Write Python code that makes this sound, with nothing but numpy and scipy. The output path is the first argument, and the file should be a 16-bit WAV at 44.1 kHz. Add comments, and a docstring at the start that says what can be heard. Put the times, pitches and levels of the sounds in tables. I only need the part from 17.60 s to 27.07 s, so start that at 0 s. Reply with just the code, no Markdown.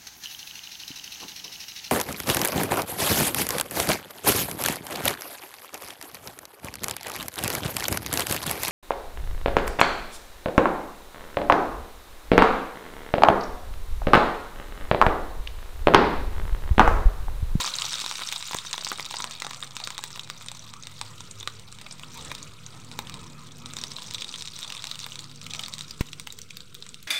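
"""Garlic, then a spoonful of seeds, fry in hot oil in a deep iron pan close under a small microphone.
Steam bubbles burst as short resonant pops; many smaller ones make a dense crackle, and shaped noise a fine fizz.
The air in the bowl of the pan rings with them and a small kitchen answers with decaying echoes.
Behind, filtered noise makes a low rumble, wavering drones and a faint hiss; one soft low tone swells,
and two splashes push air at the microphone as one-sided pulses."""
import sys
import numpy as np
from scipy import signal
from scipy.fft import rfft, irfft, next_fast_len
from scipy.io import wavfile
from scipy.ndimage import uniform_filter1d

SR = 44100
rng = np.random.default_rng(int(sys.argv[2]) if len(sys.argv) > 2 else 0)


def pcm_store(signal):
    """Save signal as 16-bit PCM."""
    levels = np.round(np.clip(np.atleast_2d(signal), -1, 1) * 32767)
    wavfile.write(sys.argv[1], SR, levels.astype(np.int16).T)


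N = 417627

# Course of the frying. Each row: time in seconds, fizz level in dB, bowl murmur level in dB, crackle level in dB.
FRYING_COURSE = [(0, -39, -45.5, -33), (.6, -41.5, -52, -39), (.9, -45.5, -54, -41.5), (1.6, -55, -48, -43),
                 (2.4, -56.5, -53, -46.5), (3.2, -58, -56.5, -52.5), (3.5, -52.5, -55, -50),
                 (3.75, -55, -59, -55.5), (4.4, -57.5, -56.5, -54), (4.65, -52, -49, -45.5),
                 (4.95, -55, -59.5, -56.5), (5.45, -55.5, -51, -51.5), (6.0, -59, -55.5, -53.5),
                 (6.17, -53, -52, -45.5), (6.9, -55.5, -55.5, -45), (7.3, -50, -52.5, -48),
                 (7.75, -58, -60.5, -49.5), (8.0, -56, -49, -44), (8.3, -54.5, -58.5, -50),
                 (8.75, -58, -69, -56), (9.47, -56.5, -89, -60.5)]


def pops():
    """Superposition: the large bubbles add as separate transients, each at its own moment."""
    # The loudest bursts. 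Each row: start in seconds, peak of the snap in dB, bubble pitch in Hz,
    # broad crack in dB relative to the bubble, bowl ring and spray in dB relative to the snap's peak.
    large_bursts = [(0.0022, -20.5, 6300, -24, 1.5, -21), (0.0173, -19, 3860, -19, -5, -17),
                    (0.0448, -20.5, 4880, 3, 1.5, -24), (0.0611, -17.5, 6200, -26, -7.5, -26),
                    (0.081, -24, 4530, -8, -19, -28), (0.0754, -19, 2930.0, 13, -5, -24),
                    (0.138, -14.5, 4070, -12, -33, -31), (0.153, -20, 6200.0, -28, -24, -26),
                    (0.185, -15.5, 4400, -18, -28, -26), (0.2204, -13.5, 3170, -11, -25, -26),
                    (0.2451, -19.5, 3470, -3, -5.5, -27), (0.3075, -20, 5600, -23, -23, -26),
                    (0.332, -16, 5800, -11, -9, -26), (0.3394, -16, 3630, -22, -20, -30),
                    (0.355, -21, 4200, -15, -22, -30), (0.3834, -21, 3640, -6, -22, -26),
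                    (0.393, -16, 3900, -1, -24, -26), (0.402, -14, 5000, 0, -18, -26),
                    (0.418, -15, 4310.0, 8, -9, -25), (0.4413, -26, 2400, -5, 1.5, -26),
                    (0.4623, -14.5, 5650, -8, -7, -17), (0.5129, -12.5, 5060, 10, -6, -24),
                    (0.523, -21, 5100, -11, -10, -26), (0.5545, -19, 5400, -7, -16, -26),
                    (0.583, -18, 2980, 11, -15, -26), (0.593, -23, 3700, 8, -1, -24),
                    (0.601, -22, 4030, -4, -16, -26), (0.609, -23, 3500, 9, -6, -26),
                    (0.614, -28.5, 3800, -6, 6, -22), (0.618, -20.5, 1240, -34, -10, -30),
                    (0.635, -22, 5000, -20, -20, -26), (0.6724, -20, 5760, -29, -28, -26),
                    (0.6885, -14, 3640, 1, -32, -27), (0.725, -10.5, 2600, 9, -11, -18),
                    (0.7604, -16, 3900, -12, -17, -26), (0.7796, -25.5, 8100, -30, -22, -24),
                    (0.806, -34, 4070, -7, 1, -26), (0.826, -16.5, 3880, 3, -11.5, -28),
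                    (0.8664, -25, 7150, -28, -26, -26), (0.8934, -28, 7100, -29, -26, -26),
                    (0.9112, -29.5, 2450, 2, 10.5, -26), (0.919, -23.5, 5360, -26, -10, -26),
                    (0.9328, -16, 3300, 9, -2.5, -27), (0.9453, -17.5, 6600, -16, -2, -6),
                    (0.967, -20, 8050, -31, -12, -28), (0.9867, -15, 3660, -3.5, -21, -31),
                    (1.0487, -31.5, 5270, -23, 1.5, -26), (1.111, -24, 7540, -8, -14, -22),
                    (1.13, -11.5, 5370, -5, -19, -28), (1.133, -20, 3620, -14, -25, -26),
                    (1.141, -24, 3000, -2, 2.5, -26), (1.18, -14.5, 3620.0, 1, -3.5, -25),
                    (1.21, -24, 4940, -16, -28, -28), (1.2248, -27, 3620.0, 4, -1, -20),
                    (1.247, -16, 5510.0, -30, -25, -14), (1.2685, -18, 2930.0, 13, 2, -20),
                    (1.258, -25, 4830, -23, -24, -26), (1.275, -19.5, 5000, -15, -27, -26),
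                    (1.286, -21.5, 7300, -27, -24, -26), (1.299, -24.5, 4940, -24, -25, -24),
                    (1.317, -30.5, 2040, -15, 16.5, -24), (1.324, -31, 900, -33, 3, -30),
                    (1.3765, -31, 3700, -7, -14, -26), (1.383, -27, 1270, -36, -3, -26),
                    (1.3969, -19, 2070, -5, 6, -21), (1.406, -19.5, 5200, -20, -16, -13),
                    (1.4264, -23, 5100, -22, -31, -24), (1.447, -22, 3620.0, 1, -19, -28),
                    (1.4526, -27, 3730, -11, -18, -26), (1.461, -21, 3800, 4, -18, -13),
                    (1.51, -19, 8790.0, -6.5, -9, -22), (1.5246, -27, 3750, -15, -22, -28),
                    (1.5418, -25.5, 2040, 3, 9, -32), (1.5475, -37, 850, -33, -12, -30),
                    (1.567, -20, 4900, -28, -20, -27), (1.585, -23, 7700, -28, -22, -24),
                    (1.6027, -23, 2040, -3, 4, -20), (1.6217, -19.5, 5960, -29, -31, -25),
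                    (1.6426, -11.5, 2200, 8, -5, -17), (1.7102, -21.5, 6000, -5, -11, -18),
                    (1.8018, -18, 8000, 0, -29, -18), (1.8211, -13.5, 2030, 0.5, -5, -20),
                    (1.8467, -21, 4930, -6, -2, -26), (1.867, -18.5, 7850, 0, -1, -24),
                    (1.9104, -19, 8400, -3.5, 0, -21), (1.933, -21, 2220, 0, -9, -33),
                    (1.9458, -21, 5330, -7, -18, -23), (2.026, -20, 3340, -19, -7.5, -30),
                    (2.035, -23.5, 9300, -7.5, -6, -26), (2.167, -14, 2430, 9, -9.5, -23),
                    (2.2016, -20, 3430, 5, -6, -29), (2.238, -21.5, 4440, -32, -32, -31),
                    (2.274, -13, 8000, 9, -5, -22), (2.3044, -17.5, 7040, -1, -7, -19),
                    (2.38, -14.5, 2100, 9, -9.5, -18), (2.39, -26, 2930.0, -9, -2, -16),
                    (2.4389, -14, 7700, -4.5, -9, -13), (2.505, -26, 7750.0, -2, -11, -23),
                    (2.5285, -27, 5600, -23, -30, -20), (2.5588, -23.5, 2570, -4, -9, -16),
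                    (2.5758, -27, 8100.0, 4, -1, -14), (2.5944, -20.5, 3560, -11, -12.5, -18),
                    (2.675, -29, 3960, 1, -6, -24), (2.7004, -13.5, 4820, 14, -5.5, -19),
                    (2.8113, -29, 2400, 0, -4, -29), (2.861, -30.5, 8400, -16, -10, -22),
                    (2.8851, -15.5, 3730, -3, -24, -34), (2.9164, -19.5, 7850, -4.5, -10, -18),
                    (2.9933, -28, 5940, -34, -28, -26), (3.138, -21.5, 6370.0, 13, -10, -22),
                    (3.225, -28, 6900, -29, -28, -34), (3.235, -24.5, 5550, -14, -34, -26),
                    (3.2707, -18.5, 3650, 10, -14, -23), (3.4139, -12, 8500, 11, -9, -25),
                    (3.606, -23.5, 6370.0, -6.5, -8.5, -30), (3.7104, -26.5, 7060, -33, -28, -32),
                    (3.8, -28.5, 6600, -17, -22, -18), (3.8084, -26.5, 3350, -10, -14, -34),
                    (3.8287, -27, 3600, -7, -9, -9), (3.8752, -10.5, 4200, 0, -3.5, -24),
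                    (3.996, -30.5, 7540, -2, -20, -11), (4.125, -30, 8700, -30, -7, -20),
                    (4.187, -27.5, 3020, 0, -12, -24), (4.214, -27, 9000, -2, -12, -12),
                    (4.2633, -30, 2390, -24, -5, -33), (4.31, -26, 5140, -25, -12.5, -28),
                    (4.323, -29.5, 8200, -28, -14, -33), (4.396, -25.5, 3800, 16, -8.5, -17),
                    (4.434, -27, 2960, -18, -5.5, -38), (4.5746, -30, 8000, -8, -20, -6),
                    (4.6487, -27, 8300, -27, -26, -25), (4.716, -21.5, 2500, -3.5, -1, -12),
                    (4.751, -17.5, 2930.0, 9, -17, -22), (4.8278, -26, 7000, -30, -32, -21),
                    (5.0634, -25.5, 6600, -19, -34, -51), (5.171, -41, 8000, -2, -25, -10),
                    (5.315, -24.5, 4020, 8, -11, -37), (5.3902, -12.5, 2570, -1.5, -3, -14),
                    (5.471, -26, 3100, -8.5, -21, -37), (5.4968, -20, 5800, 8, -10, -17),
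                    (5.5416, -21.5, 8790.0, 3, -14, -20), (6.059, -22, 5000, -8.5, -23, -23),
                    (6.1356, -22.5, 7300, -6, -13, -22), (6.1677, -16.5, 6900, 0, -12, -23),
                    (6.187, -21, 5670, -11, -13, -19), (6.214, -22, 5600, -10, -21, -30),
                    (6.238, -12.5, 4480.0, -2, -20, -20), (6.3172, -23, 5100, -9, -18, -32),
                    (6.365, -22.5, 3900, -5, -24, -28), (6.375, -39, 8000, 0, -25, 2),
                    (6.3848, -24, 2820, -12, -7, -26), (6.4217, -22, 3640, 0, -18, -22),
                    (6.483, -29, 4800, -4, -22, -28), (6.51, -18, 7060.0, 7, -22, -31),
                    (6.538, -21, 3820, 0, -24, -7), (6.5457, -18.5, 3770, -7, -18, -30),
                    (6.582, -23.5, 3330, -26, -31, -39), (6.609, -27, 5000, -16, -27, -28),
                    (6.6204, -19, 3200, -11, -18, -21), (6.645, -19, 3870, -5.5, -22, -29),
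                    (6.6909, -24, 4820, -17, -25, -28), (6.725, -26, 3800, -7, -17, -30),
                    (6.7403, -21, 3200, -9, -15, -30), (6.759, -21.5, 3790.0, -10, -31, -27),
                    (6.809, -23.5, 4330, -14, -22, -14), (6.823, -15, 6200.0, 3, -31, -31),
                    (6.856, -21, 2580.0, 0, -30, -22), (6.8746, -20, 4030, -7.5, -21.5, -29),
                    (6.884, -24, 5510.0, 2, -24, -32), (6.9627, -27, 5560, -13, -19, -26),
                    (6.9897, -22, 9200, -5, -12, -11), (7.0113, -27, 7580.0, 2, -11, -4),
                    (7.0298, -18.5, 3830, 0, -22, -28), (7.036, -23, 5500, -1, -24, -28),
                    (7.046, -24.5, 3480, -13, -12, -28), (7.078, -27, 4800, -9, -26, -28),
                    (7.1018, -22, 3020, -10, -15, -12), (7.1231, -19.5, 2860, -7, -18, -22),
                    (7.15, -23.5, 2260, -7, -20, -36), (7.1673, -23.5, 3440, -14, -22, -28),
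                    (7.177, -28, 3480, -9, -20, -28), (7.193, -27, 3580, -26, -28, -32),
                    (7.223, -21, 4310.0, 0, -38, -29), (7.2419, -13.5, 3880, 10, -13, -21),
                    (7.254, -21, 4670, -3, -26, -26), (7.27, -21, 4400, -15, -39, -11),
                    (7.3135, -18, 4230, -9, -17, -20), (7.345, -27, 4030, -18, -21, -28),
                    (7.3562, -21.5, 2930.0, -5.5, -20, -23), (7.3918, -19.5, 3720, -4, -35, -29),
                    (7.402, -21, 6000, -7, -28, -24), (7.432, -24, 5000, -4, -28, -26),
                    (7.442, -23, 3760, -11, -36, -31), (7.464, -23, 1760, -13, -7, -8),
                    (7.52, -23, 3030, -11, -28, -27), (7.557, -20, 3770, 0, -15, -28),
                    (7.592, -17.5, 4570, 5, -21, -28), (7.642, -26.5, 4840, -8, -26, -28),
                    (7.815, -23, 5510.0, -1, -23, -24), (7.8653, -23.5, 2300, -5, -32, -15),
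                    (7.907, -24, 3300, -19, -31, -32), (7.936, -17.5, 3700, -8, -28, -27),
                    (7.9488, -19.5, 2100, -4, -11, -28), (7.9936, -18.5, 3030, -8, -26, -28),
                    (8.0099, -31, 7000, 2, -25, 0), (8.0355, -19.5, 3220, -14.5, -25, -28),
                    (8.0606, -22, 4200, -11, -26, -23), (8.083, -19.5, 8500, 2, -13, -12),
                    (8.138, -14, 3970, 10, -38, -27), (8.1827, -20.5, 7920.0, 10, -23, -22),
                    (8.191, -21, 6000, -3, -25, -16), (8.209, -16, 3750, 0, -18, -22),
                    (8.3088, -22, 4830, -13, -28, -13), (8.4084, -21.5, 1520, -19, -8, -4),
                    (8.487, -34, 2670, -11, -16, -24), (8.5316, -20, 2970, -5, -20, -33),
                    (8.598, -17.5, 9000, -1.5, -19, -14), (8.6722, -20.5, 2060, -4, -10, -11),
                    (8.7034, -27.5, 3940, -8, -20, -30), (8.7241, -27.5, 7200, -10, -21, -4),
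                    (8.7887, -23, 7000, -6, -32, -7), (8.816, -24.5, 6400, -36, -37, -14),
                    (8.906, -25, 2460, -14, -39, -39), (8.9699, -22.5, 4630, -7, -18, -7),
                    (9.005, -28.5, 4300, -7, -18.5, -22), (9.145, -31, 9000, 6, -33, -1),
                    (9.1503, -24, 3500, 1, -23, -15), (9.224, -25, 4000, -14, -21, -30),
                    (9.265, -29.5, 2250, -3, -11, -42), (9.29, -26.5, 7700, -9, -26, -28),
                    (9.344, -22, 3900, 3, -28, -27), (9.428, -33, 8000, -3, -35, -3)]
    start_s, peak_db, *kind = np.transpose(large_bursts)
    out = np.zeros(N)
    sounds = gain_of(peak_db)[:, None] * bursts(*kind)
    for start, sound in zip(start_s, sounds):
        add(out, start, sound)
    return out


def bursts(pitch_hz, crack_db, bowl_db, spray_db, size=1024):
    """Impulsive excitation: a tick and a ragged puff ring the bubble, knock the bowl and throw a fine spray."""
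    # Colour of pan and microphone. Each row: frequency in Hz, relative level in dB per Hz.
    pan_colour = [(300, -38.5), (800, -19.5), (1500, -20.5), (1900, -13.5), (2450, -7), (3060, -7.5),
                  (3820, 0), (4260, -6.5), (6530, -8.5), (8750, -9.5), (9700, -23.5), (15400, -33.5)]
    t, hz = np.arange(size) / SR, rfft_hz(size)
    draws = rng.standard_normal((len(pitch_hz), size + 2))  # one row a burst
    grain, bowl_draw, fall_draw = draws[:, :size], draws[:, size:size + 1], draws[:, -1:]
    crack = gain_of(np.minimum(crack_db, 8))[:, None]

    # low bubbles last longer, cracks are over sooner
    fall_s = 0.0012 + 3.5 / pitch_hz[:, None] / (1 + 4 * crack)
    fall_s = fall_s * np.exp(0.35 * fall_draw)
    # pure bubbles swell, cracks start faster
    rise_s = 0.000057 + 0.00063 / (1 + 5 * crack)
    envelope = np.exp(-t / fall_s) * (1 - np.exp(-t / rise_s))
    ragged = rfft(grain * envelope)
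    tick = 5.84 * np.minimum(crack, 1)  # a flat spectrum is an impulse
    puff = tick + ragged / (1 + 0.35 * crack)

    bubble = crack + peak(hz, pitch_hz[:, None], 0.16 * pitch_hz[:, None])
    snap = peaked(irfft(puff * bubble * causal(pan_colour, size)))
    knock = peaked(irfft(puff * bowl(hz, np.exp(0.075 * bowl_draw))))
    spray = irfft(ragged * peak(hz, 13500, 10400) ** 2)
    spray = peaked(spray * np.exp(-t / 0.0018))
    return snap - gain_of(bowl_db)[:, None] * knock + gain_of(spray_db)[:, None] * spray


def bowl(hz, stretch):
    """Modal sum: the air in the pan has broad modes, pitched a little differently from each spot."""
    # Modes of the air in the pan. Each row: frequency in Hz before the stretch, width in Hz, relative level in dB.
    air_modes = [(984, 207, 32), (1235, 37, 25.5), (430, 660, 17)]
    return sum(gain_of(db) * peak(hz, f * stretch, width) for f, width, db in air_modes)


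def crackle(count=48):
    """Random point process: small bubbles of mixed size burst in short flurries; a few are louder."""
    per_second, flurry_s, flurry_db = 330, 0.02, 3.5  # mean rate, smoothing time, rms swing
    spread_db = np.array([9, 6, 7]) * rng.standard_normal((count, 3))
    crack_db, bowl_db, spray_db = ([-20, -20, -21] + spread_db).T
    shapes = bursts(np.geomspace(3100, 9200, count), crack_db, bowl_db, spray_db)

    swing = evened(uniform_filter1d(rng.standard_normal(N), round(flurry_s * SR)))
    flurry = gain_of(flurry_db * swing)
    rate = per_second * flurry / flurry.mean()
    happens = rng.random(N) < rate / SR
    strength = gain_of(6.0 * np.minimum(rng.exponential(1, N), 2.2)) * happens
    kind = rng.integers(0, count, N)
    out = sum(signal.oaconvolve(strength * (kind == k), shape)[:N] for k, shape in enumerate(shapes))
    return gain_of(curve(FRYING_COURSE, column=3)) * evened(out)


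def fizz():
    """Dense superposition: countless tiny bubbles blend into a noise-like hiss and a murmur in the bowl."""
    # Spectrum of the hiss. Each row: frequency in Hz, relative level in dB per Hz.
    hiss_spectrum = [(820, -24), (1400, 3), (1690, -10.5), (2340, -2), (3030, 0), (3740, -0.5), (5260, -9),
                     (8700, -6), (9500, -14), (15400, -21)]
    # Spectrum of the murmur. Each row: frequency in Hz, relative level in dB per Hz.
    murmur_spectrum = [(640, -6), (850, -6), (990, 0.5), (1120, -1.5), (1280, 3), (1450, -14),
                       (1650, -10.5), (2100, -7)]

    def murmur_shape(hz):
        """Band limiting: the murmur drops by 60 dB outside 500 to 2600 Hz."""
        outside_db = -60 * (hz < 500) - 60 * (hz > 2600)
        return gain_of(read(murmur_spectrum, hz) + outside_db)

    hiss = noise(lambda hz: gain_of(read(hiss_spectrum, hz)), size=256, patchy_db=3.5, span=(6, 8))
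    murmur = noise(murmur_shape, size=1024, patchy_db=4.0, span=(6, 8))
    hiss_gain, murmur_gain = (gain_of(curve(FRYING_COURSE, column)) for column in (1, 2))
    return hiss_gain * hiss + murmur_gain * murmur


def stirred(large):
    """Envelope following: a gain that jumps as each large burst stirs the fizz and sinks in the gaps."""
    fade_s, share = 0.017, 0.1  # decay time of the power, share of its dB swing
    keep = np.exp(-1 / (fade_s * SR))
    power = signal.lfilter([1 - keep], [1, -keep], large ** 2) + 1e-7
    level_db = 10 * np.log10(power)
    return gain_of(share * (level_db - uniform_filter1d(level_db, SR // 2)))


def pushes():
    """Aerodynamic pressure pulse: a one-sided slug of air reaches the microphone."""
    # Air from the splashes. Each row: start in seconds, peak in dB, sign (+1 push, -1 pull),
    # rise time constant in seconds, fall time constant in seconds.
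    air_slugs = [(0.9491, -14.5, -1, 0.00032, 0.00013), (8.409, -10.5, 1, 0.00089, 0.0011)]
    t, out = np.arange(2000) / SR, np.zeros(N)
    for start_s, db, sign, rise_s, fall_s in air_slugs:
        slug = peaked((1 - np.exp(-t / rise_s)) ** 2 * np.exp(-t / fall_s))
        add(out, start_s, np.sign(sign) * gain_of(db) * slug)
    return out


def kitchen(x):
    """Reverberation: sparse decaying echoes of random sign, convolved with the direct sound."""
    # Near walls, then whole room. Each row: 60 dB decay time in seconds, level in dB.
    room_parts = [(0.05, -13.5), (.35, -15.5)]
    at, response = np.arange(160, 17980, 20), np.zeros(18000)  # samples
    for t60_s, db in room_parts:
        taps = np.zeros(len(response))
        jittered = at + rng.integers(0, 20, len(at))
        taps[jittered] = rng.choice([-1., 1.], len(at)) * gain_of(-60 * at / SR / t60_s)
        response += gain_of(db) * taps / np.linalg.norm(taps)
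    return signal.oaconvolve(x, response)[:N]


def rumble():
    """Filtered noise: a broad low rumble and a few fuzzy drones come and go."""
    # Course of the low sound. Each row: time in seconds, then levels in dB of the broad rumble,
    # the lowest drone and the upper drones.
    low_course = [(0.0, -52, -73, -60), (0.84, -64, -60, -60.5), (1.08, -56, -68, -58),
                  (1.95, -59.5, -57.5, -53), (2.4, -56.5, -61.5, -60), (2.92, -58.5, -55, -55.5),
                  (3.11, -60.5, -56, -54), (3.51, -52.5, -52.5, -58), (3.85, -53, -50.5, -64),
                  (4.35, -56.5, -66, -52.5), (4.67, -46.5, -63, -50.5), (5.01, -54.5, -53, -55),
                  (5.46, -49, -54.5, -47), (5.91, -54, -59, -50), (6.09, -51.5, -53, -45.5),
                  (6.56, -53, -65, -57), (7.33, -56.5, -61.5, -57), (7.91, -55, -53.5, -47.5),
                  (9.07, -55, -65.5, -64), (9.47, -57, -69, -56)]
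    # Spectrum of the broad rumble. Each row: frequency in Hz, relative level in dB per Hz.
    broad_spectrum = [(12, -36), (20, -13), (34, -8), (54, -12.5), (136, -6), (298, -17.5), (488, -16.5),
                      (588, -27), (800, -36), (1040, -78), (1760, -120)]
    # Drone resonances, lowest first. Each row: frequency in Hz, width in Hz, relative level in dB per Hz.
    drone_modes = [(105.8, 5.7, 0), (144.54, 5.2, 4), (180.3, 7, -5), (228.2, 55, -11.5),
                   (343.4, 10.6, -19), (484, 15, -17.5)]
    broad = noise(lambda hz: gain_of(read(broad_spectrum, hz)), size=2048, patchy_db=3.0, span=(4, 10))
    lowest, upper = hum(drone_modes[:1]), hum(drone_modes[1:])
    broad_gain, lowest_gain, upper_gain = (gain_of(curve(low_course, column)) for column in (1, 2, 3))
    return broad_gain * broad + lowest_gain * lowest + upper_gain * upper


def hum(modes):
    """Amplitude compression: each drone drifts in pitch on its own, with its swells partly evened out."""
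    steadiness = 0.55  # 0 = a drone swells like noise, 1 = it nearly holds its level
    out = np.zeros(N)
    for hz, width_hz, db in modes:
        tone = wandering(drone(hz, width_hz))
        envelope = abs(signal.hilbert(tone, next_fast_len(N))[:N])
        held = evened(tone / (envelope + 0.05) ** steadiness)
        out += gain_of(db) * np.sqrt(width_hz) * held  # a wider band holds more power
    return evened(out)


def wandering(x):
    """Frequency modulation: a slowly drifting reading speed bends the pitch."""
    depth, drift_s = 0.03, 0.392  # share of the speed (rms), smoothing time
    span = round(drift_s * SR)
    drift = evened(uniform_filter1d(uniform_filter1d(rng.standard_normal(N), span), span))
    position = np.cumsum(1 + depth * (drift - drift.mean()))
    return np.interp(position, np.arange(N), x)


def drone(centre_hz, width_hz):
    """Narrow-band noise: random excitation of one resonance; a narrow one gives a fuzzy, wavering tone."""
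    return noise(lambda hz: abs(peak(hz, centre_hz, width_hz)) ** 2, size=8192, patchy_db=2.7, span=(5, 6))


def moan():
    """Amplitude modulation: one soft low sine swells and fades under a smooth envelope."""
    start_s, length_s, hz, peak_db = 5.27, 0.25, 244, -50
    t, out = np.arange(0, length_s, 1 / SR), np.zeros(N)
    swell = np.sin(np.pi * (t / length_s) ** 0.5) ** 2
    add(out, start_s, gain_of(peak_db) * swell * np.sin(2 * np.pi * hz * t))
    return out


def whir():
    """Band-passed noise: a faint hiss around one broad resonance."""
    return gain_of(-70) * drone(centre_hz=1370, width_hz=250)


def noise(shape, size, patchy_db, span):
    """Short-time synthesis: random spectra of a given shape with drifting patches, at unit rms."""
    hop = size // 4
    frames = N // hop + 5
    real, imaginary, patches = rng.standard_normal((frames, size // 2 + 1, 3)).T
    patches = uniform_filter1d(patches, span[0], 0)  # across frequency bins
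    patches = evened(uniform_filter1d(patches, span[1], 1))  # across frames
    spectra = (real + 1j * imaginary) * shape(rfft_hz(size))[:, None] * gain_of(patchy_db * patches)
    return evened(signal.istft(spectra, nperseg=size, noverlap=size - hop)[1][:N])


def peak(hz, centre_hz, width_hz):
    """Damped resonance: the causal frequency response of one mode."""
    return 1 / (1 + 1j * (hz ** 2 - centre_hz ** 2) / (width_hz * (hz + 1)))


def causal(points, size):
    """Minimum phase: the log magnitude of a spectrum table fixes its phase by the Hilbert transform."""
    level_db = np.maximum(read(points, abs(np.fft.fftfreq(size, 1 / SR))), -80)
    log_gain = np.log(gain_of(level_db))
    return np.exp(np.conj(signal.hilbert(log_gain)))[:size // 2 + 1]


def rfft_hz(size):
    """Discrete spectrum: the frequencies of the bins in Hz."""
    return np.fft.rfftfreq(size, 1 / SR)


def read(points, hz):
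    """Logarithmic frequency scale: interpolates a spectrum table in dB."""
    f, value = np.transpose(points)
    return np.interp(np.log(hz + 1), np.log(f + 1), value)


def curve(rows, column):
    """Linear interpolation: one column of a time table at every sample."""
    rows = np.array(rows)
    return np.interp(np.arange(N) / SR, rows[:, 0], rows[:, column])


def gain_of(db):
    """Decibel law: amplitude ratio of a level."""
    return 10 ** (np.asarray(db) / 20)


def evened(x):
    """Normalization of power: scales to unit rms."""
    return x / np.sqrt(np.mean(x ** 2) + 1e-20)


def peaked(x):
    """Normalization of amplitude: scales each row to unit peak."""
    return x / (abs(x).max(-1, keepdims=True) + 1e-20)


def add(mix, start_s, sound):
    """Superposition: adds a sound in place from a start time."""
    part = mix[round(start_s * SR):][:len(sound)]
    part += sound[:len(part)]


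def scene():
    """Linear mixing: bubbles and their echoes, stirred fizz, then the low sound and faint hiss."""
    large = pops()
    near = large + crackle()
    low = pushes() + rumble() + moan()
    return (near + kitchen(near) + stirred(large) * fizz() + low + whir())[None]


def record(dry):
    """Band limiting: a low-pass filter, then the steady offset of the converter."""
    edge_hz, offset = 15900, 0.0046  # offset as a share of full scale
    taps = signal.firwin(511, edge_hz, window=("kaiser", 9), fs=SR)
    return offset + signal.oaconvolve(dry, taps[None], "same")


dry = scene()
out = record(dry)
pcm_store(out)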